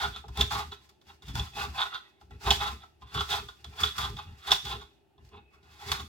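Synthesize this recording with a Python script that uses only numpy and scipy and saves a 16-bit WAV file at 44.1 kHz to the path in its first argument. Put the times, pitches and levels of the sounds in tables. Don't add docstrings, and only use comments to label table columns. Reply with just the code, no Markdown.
import sys
import numpy as np
from scipy import signal
from scipy.fft import rfft, irfft
from scipy.io import wavfile
from scipy.ndimage import uniform_filter1d

SR = 44100
rng = np.random.default_rng(int(sys.argv[2]) if len(sys.argv) > 2 else 0)


def elevation(decibels):
    levels = np.asarray(decibels, float)
    return 10 ** (levels / 20)


def pcm_store(signal):
    levels = np.round(np.clip(np.atleast_2d(signal), -1, 1) * 32767)
    wavfile.write(sys.argv[1], SR, levels.astype(np.int16).T)


N = 268522
T = np.arange(N) / SR

# (full pressure from [s], held [s], low ring [dB], high ring [dB], hiss [dB], best-driven low mode [Hz])
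STROKES = [(.01, 0.043, -25.5, -36, -44, 1050), (0.154, 0.015, -44.5, -46, -64, 990),
           (.355, .01, -45, -59, -83, 900), (.373, 0.0091, -41, -48, -70.5, 900),
           (.395, 0.007, -28, -39.5, -40, 918), (.508, 0.019, -28, -35, -43.5, 850),
           (.55, 0.054, -29.5, -40, -49.5, 970), (.718, 0.0067, -42, -42, -63, 1010),
           (.82, 0.032, -68, -75, -69, 1000), (1.088, 0.014, -51, -62, -62.5, 940),
           (1.272, 0.035, -45.5, -52, -58, 1090), (1.354, 0.025, -33, -45, -42.5, 840),
           (1.43, 0.025, -44.5, -49.5, -55, 1000), (1.551, 0.012, -51.5, -53, -62.5, 900),
           (1.584, 0.053, -27.5, -40.5, -46, 920), (1.76, 0.012, -32, -47, -54, 1100),
           (1.778, 0.056, -24, -33.5, -45.5, 1250), (1.925, .01, -39, -53, -67.5, 1140),
           (1.94, 0.0049, -34.5, -35.5, -66, 1090), (2.02, 0.076, -60.5, -78, -79.5, 1160),
           (2.21, 0.0074, -67, -69.5, -69.5, 834), (2.309, 0.036, -57.5, -67, -70, 870),
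           (2.43, .01, -54.5, -56.5, -61, 893), (2.467, 0.023, -23, -36, -41, 968),
           (2.608, 0.072, -28.5, -39, -44, 1250), (2.82, .02, -50, -54, -76, 900),
           (3.015, 0.016, -53, -61, -72, 1000), (3.07, 0.048, -56.5, -61, -68.5, 1200),
           (3.13, .01, -42, -51, -60, 1250), (3.147, 0.063, -30.5, -36, -43.5, 1200),
           (3.308, .06, -28, -35, -44, 1060), (3.485, .01, -57, -55.5, -58.5, 1030),
           (3.57, 0.15, -66, -77.5, -71, 960), (3.73, 0.015, -53, -65.5, -62, 850),
           (3.805, 0.013, -26, -36, -41.5, 1370), (3.865, 0.0094, -49, -39, -46.5, 1280),
           (3.965, .01, -38.5, -56, -50.5, 1200), (3.981, 0.018, -29.5, -41.5, -51.5, 1200),
           (4.015, 0.036, -30, -35, -44.5, 1130), (4.167, 0.02, -39, -45, -58, 850),
           (4.26, 0.1, -57, -68.5, -71, 1000), (4.389, 0.085, -59, -60.5, -65, 1260),
           (4.45, 0.015, -45, -55, -57.5, 950), (4.474, 0.037, -28.5, -37.5, -45, 1030),
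           (4.651, 0.05, -36.5, -43, -48, 1100), (4.69, 0.038, -35.5, -37.5, -51, 870),
           (4.8, 0.023, -50, -54, -77, 1000), (5.18, .02, -67.5, -84, -93, 876),
           (5.256, 0.022, -74, -79, -70, 870), (5.33, 0.049, -51.5, -65, -82, 820),
           (5.535, 0.021, -57, -78, -75, 1240), (5.645, 0.084, -55.5, -65.5, -71.5, 910),
           (5.718, 0.096, -55.5, -60, -64, 880), (5.819, 0.087, -41, -56, -57.5, 830),
           (5.885, 0.05, -39.5, -45, -46, 870), (5.939, 0.044, -33, -42.5, -54, 1200)]
# (time [s], high ring peak [dB], low ring relative to it [dB], hiss relative to it [dB], contact [ms])
KNOCKS = [(0.16, -31.5, -10.5, -28.5, 3.8), (0.2394, -60.5, 19.5, -30.5, 1.56), (0.2805, -47, 1.5, 3, 7.6),
          (0.3723, -29.5, -0.5, 1, 2.26), (0.408, -11.5, -16, -14.5, 5.9), (0.508, -36, 2.5, -17, 1.9),
          (0.5311, -35.5, 0, -10, 1.8), (0.7178, -33.5, -4, -27, 3.2), (0.8904, -48.5, -11, 0, 6.5),
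          (1.0134, -53.5, -10, -7, 4), (1.0994, -68, 10, -6, 3), (1.2211, -46.5, 0, -5, 3.6),
          (1.282, -44, 0.5, 4, 4.6), (1.3538, -35, 5.5, 6, 0.9), (1.3948, -25.5, -12, -16, 2.7),
          (1.779, -43, -21, -27, 0.87), (1.943, -30.5, 0, -30, 2.3), (2.212, -56.5, 5, -7.5, 1.6),
          (2.3068, -53, 2.5, -11, 3.6), (2.4382, -42.5, -3, -19.5, 3.1), (2.4572, -38.5, 2.5, -23.5, 9.2),
          (2.5052, -3.5, -23, -25.5, 1.6), (2.5104, -11, -9, -17.5, 1.64), (2.834, -48.5, 2, -29, 2.3),
          (3.0195, -48, 2, -23, 3.2), (3.1461, -29, -2, -31, 1.1), (3.1728, -28, 0.5, -22, 8.7),
          (3.2066, -20.5, -3, -26, 1.3), (3.4865, -37.5, -0.5, -28, 0.65), (3.6438, -37, -8, 0, 1.97),
          (3.8338, -12.5, -12.5, -23, 1.9), (3.9807, -24, -5.5, -1, 4.8), (4.1667, -38, -16.5, -20, 3.1),
          (4.1873, -32.5, -1.5, -32.5, 3.3), (4.4748, -37.5, 1.5, -13, 1.4), (4.496, -46.5, 4, -11, 2.9),
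          (4.5068, -21, -5, -8.5, 3.4), (4.5166, -4.5, -13, -25, 2), (4.6508, -26, -37, -17, 4.9),
          (4.812, -42.5, -3, -28, 7.6), (5.1794, -63, 1.5, -28, 1.5), (5.2487, -60, -9, -2.5, 2.7),
          (5.2892, -61, -4, 8, 2.5), (5.3411, -57, 13.5, -32, 2.7), (5.6294, -54.5, -11.5, -12, 2.5),
          (5.8599, -48, 4, -18, 3), (5.9167, -14.5, -9.5, -4.5, 1.66), (5.9944, -29.5, -7, -35.5, 7)]
# (frequency [Hz], width [Hz], level [dB], left leads by [radians], left minus right [dB])
BOARD_MODES = [(412, 24, 0, .5, -3), (700, 40, -8, .6, 0), (795, 45, -6, .7, .3), (836, 45, -1.5, .7, .6),
               (905, 55, -7, .9, .3), (1030, 55, -3, 1.1, .1), (1135, 50, -4, 1.3, .1),
               (1200, 50, -4, 1.4, .1), (1325, 60, -1.5, 1.6, .1), (1430, 55, -3, 1.9, .1),
               (1750, 55, -4, 2.2, .1), (1955, 70, -1.5, 2.1, -.4), (2200, 70, -5, 1.8, -.4),
               (2400, 70, -7, 1.5, -.6), (2575, 60, -1.5, 1.2, -.6), (2820, 65, -1.5, 1.1, -1.1),
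               (3010, 70, -11, .9, -1.5), (3310, 70, -11, .8, -2.1), (3455, 80, -1.5, .7, -3),
               (3530, 260, -6, .7, -3), (3690, 80, -7, .9, -3), (3810, 80, -9, 1.1, -2.5),
               (4035, 80, -11, 1.4, -1.5), (4310, 80, -14, 1.6, -.6), (4600, 100, -17, 1.9, .3),
               (4940, 120, -2.5, 2.1, .6), (5300, 130, -4, 1.9, .6), (5560, 130, -3, 1.9, .6),
               (5880, 160, -4, 1.8, .5), (6900, 300, -9, 1.8, .5)]
GROUP_BORDERS = [550, 1600, 2900, 4750]
# (frequency [Hz], density [dB per Hz])
HISS_TREBLE = [(2650, -22.5), (4500, -2.5), (5100, -4), (5190, -3.5), (6040, -9.5), (6170, -8), (7180, -11),
               (7770, -12), (9240, -17.5), (12900, -16.5), (15800, -18.5)]
# (full weight from [s], held [s], boom [dB], upper boom [dB], lowest board mode [dB])
PUSHES = [(.04, 0.05, -37, -47.5, -46), (.17, .02, -48, -62, -68), (.25, .02, -56, -64, -60),
          (.29, 0.018, -37.5, -71, -80), (.39, 0.03, -26.5, -45, -33), (.53, 0.061, -36, -69, -53),
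          (.65, 0.06, -46.5, -52, -64), (.82, 0.034, -79, -70, -80), (1.07, 0.075, -60, -61, -73),
          (1.23, 0.019, -50, -67, -73), (1.29, 0.011, -34.5, -62, -64), (1.35, 0.056, -29, -73, -62),
          (1.56, 0.085, -42.5, -47.5, -47), (1.67, 0.041, -38, -45, -70), (1.77, 0.023, -51, -46.5, -64),
          (1.84, 0.027, -59, -59, -52.5), (1.94, .02, -66, -59, -62), (2.23, 0.025, -56, -65, -70),
          (2.31, 0.043, -42, -58.5, -59), (2.47, 0.041, -27.5, -48.5, -35.5), (2.57, 0.16, -41, -57.5, -62),
          (2.71, 0.038, -44, -46.5, -57), (2.79, .03, -61, -70, -75), (3.03, 0.017, -48, -71.5, -62),
          (3.16, 0.032, -32, -61.5, -45), (3.29, .16, -42.5, -57, -44.5), (3.6, 0.025, -61, -78, -85),
          (3.67, 0.019, -42, -77, -62), (3.75, .02, -58.5, -74, -50), (3.82, 0.03, -35.5, -42.5, -38.5),
          (3.99, 0.15, -38, -56, -53), (4.08, 0.092, -42, -69, -69), (4.27, 0.048, -42, -72, -77),
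          (4.38, .03, -61, -75.5, -69), (4.5, 0.03, -39, -54.5, -39), (4.65, 0.12, -42, -45.5, -50.5),
          (4.79, 0.045, -51.5, -71, -69), (5.2, 0.061, -52.5, -75.5, -73.5),
          (5.33, 0.05, -53.5, -50, -47.5), (5.41, .03, -57, -63, -83), (5.53, .06, -62, -72, -76),
          (5.63, 0.27, -60, -71, -66), (5.87, 0.076, -41.5, -49, -53), (5.99, 0.051, -43, -45, -59)]
# (frequency [Hz], width [Hz], level [dB])
WORKTOP_MODES = [(58, 15, -9.5), (74, 61, 7), (108, 85, 7), (122, 49, -5.5), (195, 38, -22), (250, 43, -46)]
# (centre [Hz], time to fade by 60 dB [s], level [dB])
ROOM_BANDS = [(288, 0.49, -43), (1000, 0.2, -18.5), (3000, 0.35, -17), (8900, 0.49, -12.5)]
# (frequency [Hz], density [dB per Hz])
KITCHEN_COLOUR = [(18, -41), (30, -11.5), (77, -1), (271, -8.5), (402, 2.5), (459, -16.5), (883, -6.5),
                  (955, -22.5), (1380, -21), (2330, -28), (2590, -19.5), (5830, -36.5), (15800, -39)]

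# (rise [dB per s], fall [dB per s], lingering part lower by [dB], its fall [dB per s])
LOW_SHAPE, HIGH_SHAPE, HISS_SHAPE = (547.5, 458, 28.5, 85), (553, 453, 29, 90), (397.5, 245, 23, 75.5)
SKID_SHAPE, SQUEAK_SHAPE = (5001.5, 401.5, 23.5, 146), (102, 112, 32, 102.5)
BOOM_SHAPE, UPPER_SHAPE = (553.5, 300.5, 18.5, 60.5), (500.5, 244.5, 17, 52.5)
LOWEST_SHAPE = (498.5, 398, 26.5, 61)
# (level when the low ring is at -45 dB [dB], growth [dB per dB])
BOTTOM_LAW, MIDDLE_LAW = (-69, 0.72), (-55, 0.73)


def unit(x):
    return x / np.sqrt(np.mean(x ** 2))


def colour(x, points):
    hz, db = np.transpose(points)
    log_hz = np.log(np.arange(N // 2 + 1) * SR / N + 1)
    return irfft(rfft(x) * elevation(np.interp(log_hz, np.log(hz), db)), N)


def mode(x, hz, width):
    fade = np.pi * width / SR
    return fade * signal.lfilter([1], [1, -np.exp(2j * np.pi * hz / SR - fade)], x)


def white_rms(modes):
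    return np.sqrt(sum(elevation(m[2]) ** 2 * np.pi * m[1] / SR / 4 for m in modes))


def wander(rate):
    k = int(SR / rate)
    return uniform_filter1d(np.repeat(rng.standard_normal(N // k + 1), k), k)[:N]


def flutter(rate, depth_db):
    return elevation(depth_db * wander(rate))


def contacts(starts, helds, dbs, shape, faster=1):
    rise, fall, linger_below_db, linger_fall = shape
    t, power = T[::32], 1e-14
    for start, held, db, speed in np.broadcast(starts, helds, dbs, faster):
        before = np.maximum(start - t, 0)
        after = np.maximum(t - start - held, 0)
        swell = elevation(db - speed * rise * before)
        quick = elevation(-fall * after)
        slow = elevation(-linger_below_db - linger_fall * after)
        power = power + swell ** 2 * (quick ** 2 + slow ** 2)
    return np.interp(T, t, 10 * np.log10(power))


def strokes():
    start, held, low, high, fizz, hz = np.transpose(STROKES)
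    landed = np.abs(start[:, None] - np.array(KNOCKS)[:, 0]).min(axis=1) < .005
    low_db = contacts(start, held, low, LOW_SHAPE, np.where(landed, 7.5, 1))
    high_db = contacts(start, held, high, HIGH_SHAPE, np.where(landed, 5, 1))
    hiss_db = contacts(start, held, fizz, HISS_SHAPE, np.where(landed, 3, 1))
    return low_db, high_db, hiss_db, np.interp(T, start + held / 2, hz)


def grit(share, spread_db):
    clicks = (rng.random(N) < share) * rng.standard_normal(N)
    size = elevation(spread_db * rng.exponential(size=N))
    return unit(clicks * size)


def blows(dbs, stretch=1):
    out, t = np.zeros(N + 2048), np.arange(2048) / SR
    chatter = rng.standard_normal((len(KNOCKS), 2048))
    for (start, _, _, _, contact_ms), db, noise in zip(KNOCKS, dbs, chatter):
        settle = max(stretch * contact_ms / 1000, 1 / SR)
        burst = noise * np.exp(-t / settle) * (1 - np.exp(-t / (.35 * settle)))
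        burst[int(.4 * settle * SR)] += 0.96 * np.sqrt(np.sum(burst ** 2))
        i = int(start * SR)
        out[i:i + 2048] += elevation(db) * burst / np.sqrt(np.sum(burst ** 2))
    return out[:N]


def board_forces(low_db, high_db, skid_db, lowest_db, fizz):
    _, peak_db, body_db, _, _ = np.transpose(KNOCKS)
    rub = grit(.08, 2.) * flutter(60, 2.5)
    body, ping = blows(peak_db + body_db + 23.5), blows(peak_db + 16.5)

    def law(at_db, slope):
        return elevation(at_db + slope * (low_db + 45))

    bottom = (law(*BOTTOM_LAW) + elevation(lowest_db)) * rub + elevation(-9.5) * body
    low = elevation(low_db) * rub + elevation(6.0) * body
    middle = law(*MIDDLE_LAW) * rub + elevation(-10.5) * ping
    high = np.hypot(elevation(high_db), elevation(skid_db - 22.5)) * rub + ping
    top = elevation(-25.5) * fizz * rub + elevation(-10.0) * ping
    return [bottom, low, middle, high, top]


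def board(forces, favoured_hz):
    modes = np.array(BOARD_MODES)
    groups = np.searchsorted(GROUP_BORDERS, modes[:, 0])
    out = np.zeros((2, N))
    for g, (hz, width, db, lead, pan_db) in zip(groups, BOARD_MODES):
        force = forces[g] * flutter(14, 3.8) / white_rms(modes[groups == g])
        if g == 1:
            force = force * elevation(-9 * np.abs(np.log2(favoured_hz / hz)))
        z = elevation(db) * mode(force, hz, width)
        z = mode(z, hz, 4 * width)
        left = z * np.exp(.5j * lead) * elevation(pan_db / 2)
        right = z * np.exp(-.5j * lead) * elevation(-pan_db / 2)
        out += np.imag([left, right])
    out = signal.lfilter(*signal.iirnotch(573, 2.5, fs=SR), out)
    return signal.sosfilt(signal.butter(N=3, Wn=360, btype="high", fs=SR, output="sos"), out)


def hiss(level):
    points = [(600, -43), (1700, -3.5), (3200, -7.0)] + HISS_TREBLE
    mid, side = (unit(colour(grit(.3, 0.65), points)) * level for _ in range(2))
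    return mid + .95 * side * np.array([[1], [-1]])


def squeak():
    level = elevation(contacts(5.48, 0.043, [-71], SQUEAK_SHAPE))
    return level * unit(mode(rng.standard_normal((2, N)), 2570, 41).imag)


def pushes():
    start, held, boom, upper, lowest = np.transpose(PUSHES)
    boom_db = contacts(start, held, boom, BOOM_SHAPE)
    upper_db = contacts(start, held, upper, UPPER_SHAPE)
    return boom_db, upper_db, contacts(start, held, lowest, LOWEST_SHAPE)


def rocking():
    hz = 69.7 * (1 + 0.13 * wander(12))
    return elevation(-24.5) * np.sin(2 * np.pi * np.cumsum(hz) / SR)


def worktop(boom_db, upper_db):
    start, peak_db, _, _, _ = np.transpose(KNOCKS)
    rumble = rng.standard_normal((2, N)) * [[1], [.13]]
    thud_db = np.interp(start, T, upper_db) + 31 + 0.24 * peak_db
    thud = blows(thud_db, 0.48) * [[1], [.12]]
    deep = elevation(boom_db) * (elevation(-6) * rumble + rocking() * [[1], [.1]]) + thud
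    upper = elevation(upper_db + 22.5) * rumble + thud
    boom = 0
    for hz, width, db in WORKTOP_MODES:
        force = deep if hz < 170 else upper
        boom = boom + elevation(db) * mode(mode(force, hz, width), hz, 4 * width).imag
    mid, side = boom / white_rms(WORKTOP_MODES)
    return mid + side * np.array([[1], [-1]])


def room(x):
    t, tail = T[:SR // 2], 0
    for hz, t60, db in ROOM_BANDS:
        sos = signal.butter(N=2, Wn=[hz / 1.8, hz * 1.8], btype="band", fs=SR, output="sos")
        band = signal.sosfilt(sos, rng.standard_normal((2, len(t))))
        band = band * elevation(-60 * t / t60) * np.clip(t / 0.0037, 0, 1)
        tail = tail + elevation(db) * band / np.sqrt(np.sum(band ** 2, axis=1, keepdims=True))
    return signal.fftconvolve(x, tail, axes=1)[:, :N]


def kitchen():
    mid, side = unit(colour(rng.standard_normal((2, N)), KITCHEN_COLOUR))
    return elevation(-68) * (mid + 0.69 * side * np.array([[1], [-1]]))


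def scene():
    low_db, high_db, hiss_db, favoured_hz = strokes()
    boom_db, upper_db, lowest_db = pushes()
    start, peak_db, _, spit_db, _ = np.transpose(KNOCKS)
    skid_db = contacts(start, 0.015, peak_db, SKID_SHAPE)
    fizz = np.hypot(elevation(hiss_db), elevation(skid_db - 26))
    forces = board_forces(low_db, high_db, skid_db, lowest_db, fizz)
    spit = np.abs(uniform_filter1d(np.abs(blows(peak_db + spit_db + 15.5)), size=128))
    near = board(forces, favoured_hz) + squeak() + hiss(fizz * flutter(45, 2.8) + spit)
    below = worktop(boom_db, upper_db)
    return near + room(near) + below + kitchen()


def roll_off(x):
    return signal.sosfilt(signal.butter(12, 16510, fs=SR, output="sos"), x)


def record(dry):
    rounded = 1.222 * np.tanh(dry / 1.376)
    low_cut = signal.butter(N=3, Wn=53.7, btype="high", fs=SR, output="sos")
    top_cut = signal.ellip(8, .2, 60, 16300, fs=SR, output="sos")
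    mix = signal.sosfilt(np.vstack([low_cut, top_cut]), rounded)
    return roll_off(mix)


dry = scene()
out = record(dry)
pcm_store(out)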